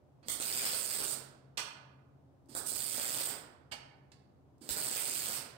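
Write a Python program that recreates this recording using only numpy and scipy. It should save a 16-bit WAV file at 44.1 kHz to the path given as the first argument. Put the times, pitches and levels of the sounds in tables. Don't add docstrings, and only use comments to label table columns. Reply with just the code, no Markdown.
import sys
import numpy as np
from scipy import signal
from scipy.fft import rfft, irfft, next_fast_len
from scipy.io import wavfile
from scipy.ndimage import uniform_filter1d, minimum_filter1d

SR = 44100
rng = np.random.default_rng(int(sys.argv[2]) if len(sys.argv) > 2 else 0)


def persist_wave(psi):
    counts = np.round(np.clip(psi, -1, 1) * 32767).astype(np.int16)
    wavfile.write(sys.argv[1], SR, np.atleast_2d(counts).T)


N = 245636
TIME = np.arange(N) / SR


def undb(db):
    return 10 ** (np.asarray(db) / 20)


def unit(x):
    return x / np.sqrt(np.mean(x ** 2))


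def at_hz(points, hz):
    points_hz, values = np.transpose(points)
    return np.interp(np.log(np.maximum(hz, 1)), np.log(points_hz), values)


def convolve(x, response):
    return signal.fftconvolve(x, response)[:N]


def colour(x, points, size=4096):
    gains = undb(at_hz(points, np.fft.rfftfreq(size, 1 / SR)))
    cepstrum = irfft(np.log(gains))
    cepstrum[1:size // 2] *= 2
    cepstrum[size // 2 + 1:] = 0
    return convolve(x, irfft(np.exp(rfft(cepstrum))))


def wavering(hz, width_hz):
    size = next_fast_len(N, True)
    band = np.exp(-2 * ((np.fft.rfftfreq(size, 1 / SR) - hz) / width_hz) ** 2)
    return unit(irfft(band * rfft(rng.standard_normal(size)), size)[:N])


def impulses(times, db):
    return np.bincount((times * SR).astype(int), undb(db), N)[:N]


# pitch in Hz, relative level in dB.
HUM_TONES = [(80.7, -74), (134.6, -69.5), (193.8, -78.5), (274.5, -74.5), (506.0, -92), (597.5, -81.5),
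             (678.3, -93)]
# frequency in Hz, relative level in dB.
BACKGROUND_CURVE = [(15, -77), (25, -46.5), (66, -14.5), (103, -9), (139, -1.5), (163, -12.5), (191, -17.5),
                    (219, -14.5), (278, -12.5), (404, -17), (790, -22), (2020, -43), (8550, -53.5), (15000, -57.5)]

def machines(hum_width_hz=8, hum_db=-1, background_db=-65):
    hum = sum(undb(db + hum_db) * wavering(hz, hum_width_hz) for hz, db in HUM_TONES)
    shared, side = (unit(colour(rng.standard_normal(N), BACKGROUND_CURVE)) for _ in range(2))
    side = colour(side, [(120, -7), (600, -3), (2000, 0)])
    return hum + undb(background_db) * np.array([shared + side, shared - side])


# start in seconds, level in dB,
# rise and fade in seconds, brightness in dB per octave, nozzle ping in dB relative to the knock.
KNOCKS = [(.227, -58.5, 0.0041, 0.038, -4.5, -7.5), (1.5717, -22.5, 0.0071, 0.0049, 1, -10),
          (2.458, -71, .001, .003, 10, -20), (3.7121, -36.5, 0.012, 0.011, -1.5, -12),
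          (4.117, -52, 0.0027, 0.0058, -0.5, -7.5), (4.581, -69.5, .001, .003, 11.5, -19)]
# frequency in Hz, relative level in dB.
KNOCK_CURVE = [(100, -10.5), (300, -4.5), (750, 3.5), (1400, 1), (3000, 4.5), (4500, -1), (6000, 1),
               (8000, -10), (15000, -13.5)]
# pitch in Hz, relative level in dB, seconds to fade by 60 dB.
RAILING_NOTES = [(2565, -8.5, 0.2), (2580, -6, 0.14), (3400, 4, .06), (4004, -11, .06), (4430, -2.5, .08),
                 (5070, -12.5, .06), (5470, 4, 0.074), (6380, 15, 0.025)]

def knocks(nozzle_hz=4400, ring_db=-27):
    contact, nozzle = np.zeros(N), wavering(nozzle_hz, width_hz=770)
    for start, db, rise_s, fade_s, bright_db, ping_db in KNOCKS:
        age = np.maximum(TIME - start, 0)
        shape = np.minimum(age / rise_s, 1) * np.exp(-np.clip((age - rise_s) / fade_s, 0, 20))
        tilted = [(hz, level + bright_db * np.log2(hz / 3000)) for hz, level in KNOCK_CURVE]
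        chatter = unit(colour(rng.standard_normal(N), tilted))
        contact += undb(db) * shape * (chatter + undb(ping_db) * nozzle)
    age = TIME[:SR]
    ring = sum(undb(db - 60 * age / ring_s) * np.sin(2 * np.pi * hz * age)
               for hz, db, ring_s in RAILING_NOTES)
    return contact + undb(ring_db) * convolve(contact, ring / np.linalg.norm(ring))


# start and end in seconds, gas level in dB, motor level in dB.
TRIGGER_HOLDS = [(0.257, 1.203, -59, -69.5), (2.484, 3.353, -56.5, -68), (4.607, 5.408, -55, -66)]
# frequency in Hz, relative level in dB.
GAS_CURVE = [(100, -3.5), (450, 15), (1000, 7.5), (2500, 2), (4500, 8), (8000, 4), (15000, 3.5)]

def gas_and_motor(motor_hz=293, ramp_s=0.012, groan=5, groan_s=0.034):
    gas = unit(colour(rng.standard_normal(N), GAS_CURVE))
    motor = wavering(motor_hz, width_hz=160)
    out = 0
    for start, end, gas_db, motor_db in TRIGGER_HOLDS:
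        held = np.clip(np.minimum(TIME - start, end - TIME) / ramp_s, 0, 1)
        load = 1 + groan * np.exp(-abs(TIME - start) / groan_s)
        out = out + held * (undb(gas_db) * gas + undb(motor_db) * load * motor)
    return out


# start and end in seconds, snap strength in dB,
# time of a surge in the snaps in seconds, extra strength there in dB, relative sizzle level in dB.
WELDS = [(0.403, 1.083, -1, 0.62, 9, -3.5), (2.715, 3.276, -4.5, 3.04, 4.5, -3),
         (4.765, 5.345, -1, 4.85, 3, -1.5)]
# start and length in seconds, relative sizzle level in dB.
HISS_SWELLS = [(0.304, .012, 0.5), (0.759, 0.044, 2), (0.789, 0.026, -4.5), (1.031, .022, -1.5),
               (1.089, 0.008, 4), (2.571, .004, -2.5), (2.673, 0.016, 3.5), (4.707, 0.02, -4.5),
               (5.341, 0.013, -6)]

def arc_levels(surge_s=.13, finish_db=6, finish_s=.18, swell_snap_db=-13.5,
               rise_db_per_s=850.5, fall_db_per_s=280.5):
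    snap, sizzle = np.full((2, N), -200)
    for start, end, snap_db, surge_at, surge_db, sizzle_db in WELDS:
        burning = (TIME >= start) & (TIME < end)
        surge = surge_db * np.exp(-((TIME - surge_at) / surge_s) ** 2)
        finish = finish_db * np.exp(-abs(end - TIME) / finish_s)
        snap = np.where(burning, snap_db + surge + finish, snap)
        sizzle = np.where(burning, sizzle_db, sizzle)
    for start, length, db in HISS_SWELLS:
        age = TIME - start
        slopes_db = np.minimum(age * rise_db_per_s, (length - age) * fall_db_per_s)
        sizzle = np.maximum(sizzle, db + np.minimum(slopes_db, 0))
        snap = np.where((age >= 0) & (age < length), swell_snap_db, snap)
    return snap, sizzle


# time in seconds, crack and thump strength in dB.
STRIKES = [(0.2843, 12, 6), (0.4004, 4.5, 12.5), (2.5509, 6, 10), (4.6906, 13.5, 9.5)]
# time in seconds, thump strength in dB.
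POPS = [(0.7353, 5.5), (0.95, 3), (1.0023, 9), (1.0166, 6.5), (2.7192, 6.5), (2.798, -1), (2.981, 10.5),
        (3.2735, 7.5), (4.7701, 10), (5.081, 3.5)]
# frequency in Hz, boost or cut in dB.
CRACK_CURVE = [(100, -22), (800, -16), (2000, -8), (3500, -5), (7000, -4), (12000, -5), (15500, 3.5)]
THUMP_CURVE = [(20, -14), (55, 0), (150, 1), (380, 2.5), (600, 5.5), (850, 1), (1150, 0), (1480, 6.5),
               (1750, -4.5), (2300, -21), (5000, -23), (15000, -11.5)]
SIZZLE_CURVE = [(100, -24.5), (2000, -16.5), (4000, -7), (7000, -5), (9000, 0), (14000, -1.5), (15500, 3)]

def arc(snaps_per_s=110, jitter=.33, crack_s=0.0013, spatter_s=0.00064,
        crack_db=-17.5, thump_db=-12, sizzle_db=-32):
    gap_luck, crack_luck, thump_luck = rng.standard_normal((1200, 3)).T
    times = np.cumsum(np.exp(jitter * gap_luck) / snaps_per_s)
    snap_db, hiss_db = arc_levels()
    strength_db = np.interp(times, TIME, snap_db)
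    pops = [(s, db - 7.5, db) for s, db in POPS]
    bang_times, bang_crack_db, bang_thump_db = np.transpose(STRIKES + pops)
    cracks = impulses(times, strength_db + 3 * crack_luck) + impulses(bang_times, bang_crack_db)
    thumps = impulses(times, strength_db - 4.5 + 4 * thump_luck) + impulses(bang_times, bang_thump_db)
    age = TIME[:SR // 50]
    bursts = convolve(cracks, np.exp(-(age / crack_s) ** 2)) * rng.standard_normal(N)
    spatter = impulses(rng.uniform(0, N / SR, size=20000), db=3 * rng.standard_normal(20000))
    grains = unit(convolve(spatter, np.exp(-age / spatter_s)))
    sizzle = grains * rng.standard_normal(N) * undb(hiss_db)
    return (undb(crack_db) * colour(bursts, CRACK_CURVE)
            + undb(sizzle_db) * colour(sizzle, SIZZLE_CURVE)
            + undb(thump_db) * colour(thumps, THUMP_CURVE))


# start in seconds, level in dB.
BUMPS = [(.29, -55), (1.016, -44), (4.695, -42), (4.775, -47)]

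def bumps(centre_hz=56, width_hz=32, swell_s=0.0097):
    swells = 0
    for start, db in BUMPS:
        age = np.maximum(TIME - start, 0) / swell_s
        swells = swells + undb(db) * age * np.exp(1 - age)
    rumble_cut = signal.butter(2, centre_hz - width_hz / 2, "high", fs=SR, output="sos")
    return signal.sosfilt(rumble_cut, swells * wavering(centre_hz, width_hz))


# frequency in Hz, seconds to fade by 60 dB.
ECHO_TIMES = [(150, 0.96), (500, 1.13), (1400, 0.93), (2800, 0.64), (5600, 0.48), (8000, 0.38),
              (13000, 0.32)]

def shop_echo(wall_s=.0132, wall_fade_s=0.0075, wall_db=-7.5, bench_boost_db=2.5, tail_db=-3):
    age = TIME[:SR]
    hz, seconds, frames = signal.stft(rng.standard_normal(SR), SR, nperseg=256)
    fade = undb(-60 * seconds / at_hz(ECHO_TIMES, hz)[:, None])
    tail = signal.istft(frames * fade, SR)[1][:SR]
    tail = tail / np.linalg.norm(tail) * undb(tail_db + bench_boost_db * (age < wall_s))
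    wall_shape = (age >= wall_s) * np.exp(-np.minimum(abs(age - wall_s) / wall_fade_s, 20))
    walls = rng.standard_normal(SR) * wall_shape
    return tail + undb(wall_db) * walls / np.linalg.norm(walls)


def shop(x, direct_db, patterns=5, shift_hz=50):
    blend = np.array([wavering(0, shift_hz) for _ in range(patterns)])
    blend = blend / np.linalg.norm(blend, axis=0)
    return undb(direct_db) * x + sum(convolve(x * share, shop_echo()) for share in blend)


# frequency in Hz, boost or cut in dB.
MIC_CURVE = [(4000, -1), (4600, 4.5), (5200, 3), (5800, -2), (7100, 1.5), (7650, 8), (9150, 10.5),
             (9900, 0), (10650, -8.5), (11400, -2.5), (13500, 0), (15700, -7), (17500, -32.5)]
# frequency in Hz, left level minus right level in dB.
LEFT_SHADE = [(60, -12), (130, -5.5), (400, -0.5), (700, -1.5), (1300, -6.5), (2400, -6.5), (4400, -11),
              (8100, -17.5), (11000, -17), (15000, -22)]

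def scene(shared_hz=260, left_lag_samples=11):
    work = colour(arc() + gas_and_motor() + knocks(), MIC_CURVE)
    left, right = shop(work, direct_db=-6), shop(work, direct_db=0)
    bass_only = signal.butter(1, shared_hz, fs=SR, output="sos")
    left = left + signal.sosfiltfilt(bass_only, right - left)
    left = colour(np.pad(left, (left_lag_samples, 0))[:N], LEFT_SHADE)
    return np.array([left, right + bumps()]) + machines()


def limiter(x, ceiling_db=-23, release_db_per_s=483, smooth_samples=33):
    over_db = np.maximum(20 * np.log10(abs(x) + 1e-9) - ceiling_db, 0)
    climb = release_db_per_s * TIME
    gain_db = climb - np.maximum.accumulate(over_db + climb)
    held_db = minimum_filter1d(gain_db, smooth_samples)
    return x * undb(uniform_filter1d(held_db, smooth_samples))


def record(dry, overload_db=-9.5, top_hz=15800):
    rounded = undb(overload_db) * np.tanh(dry / undb(overload_db))
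    limited = np.array([limiter(channel) for channel in rounded])
    treble_cut = signal.ellip(10, .2, 70, top_hz, fs=SR, output="sos")
    return signal.sosfilt(treble_cut, limited)


dry = scene()
out = record(dry)
persist_wave(out)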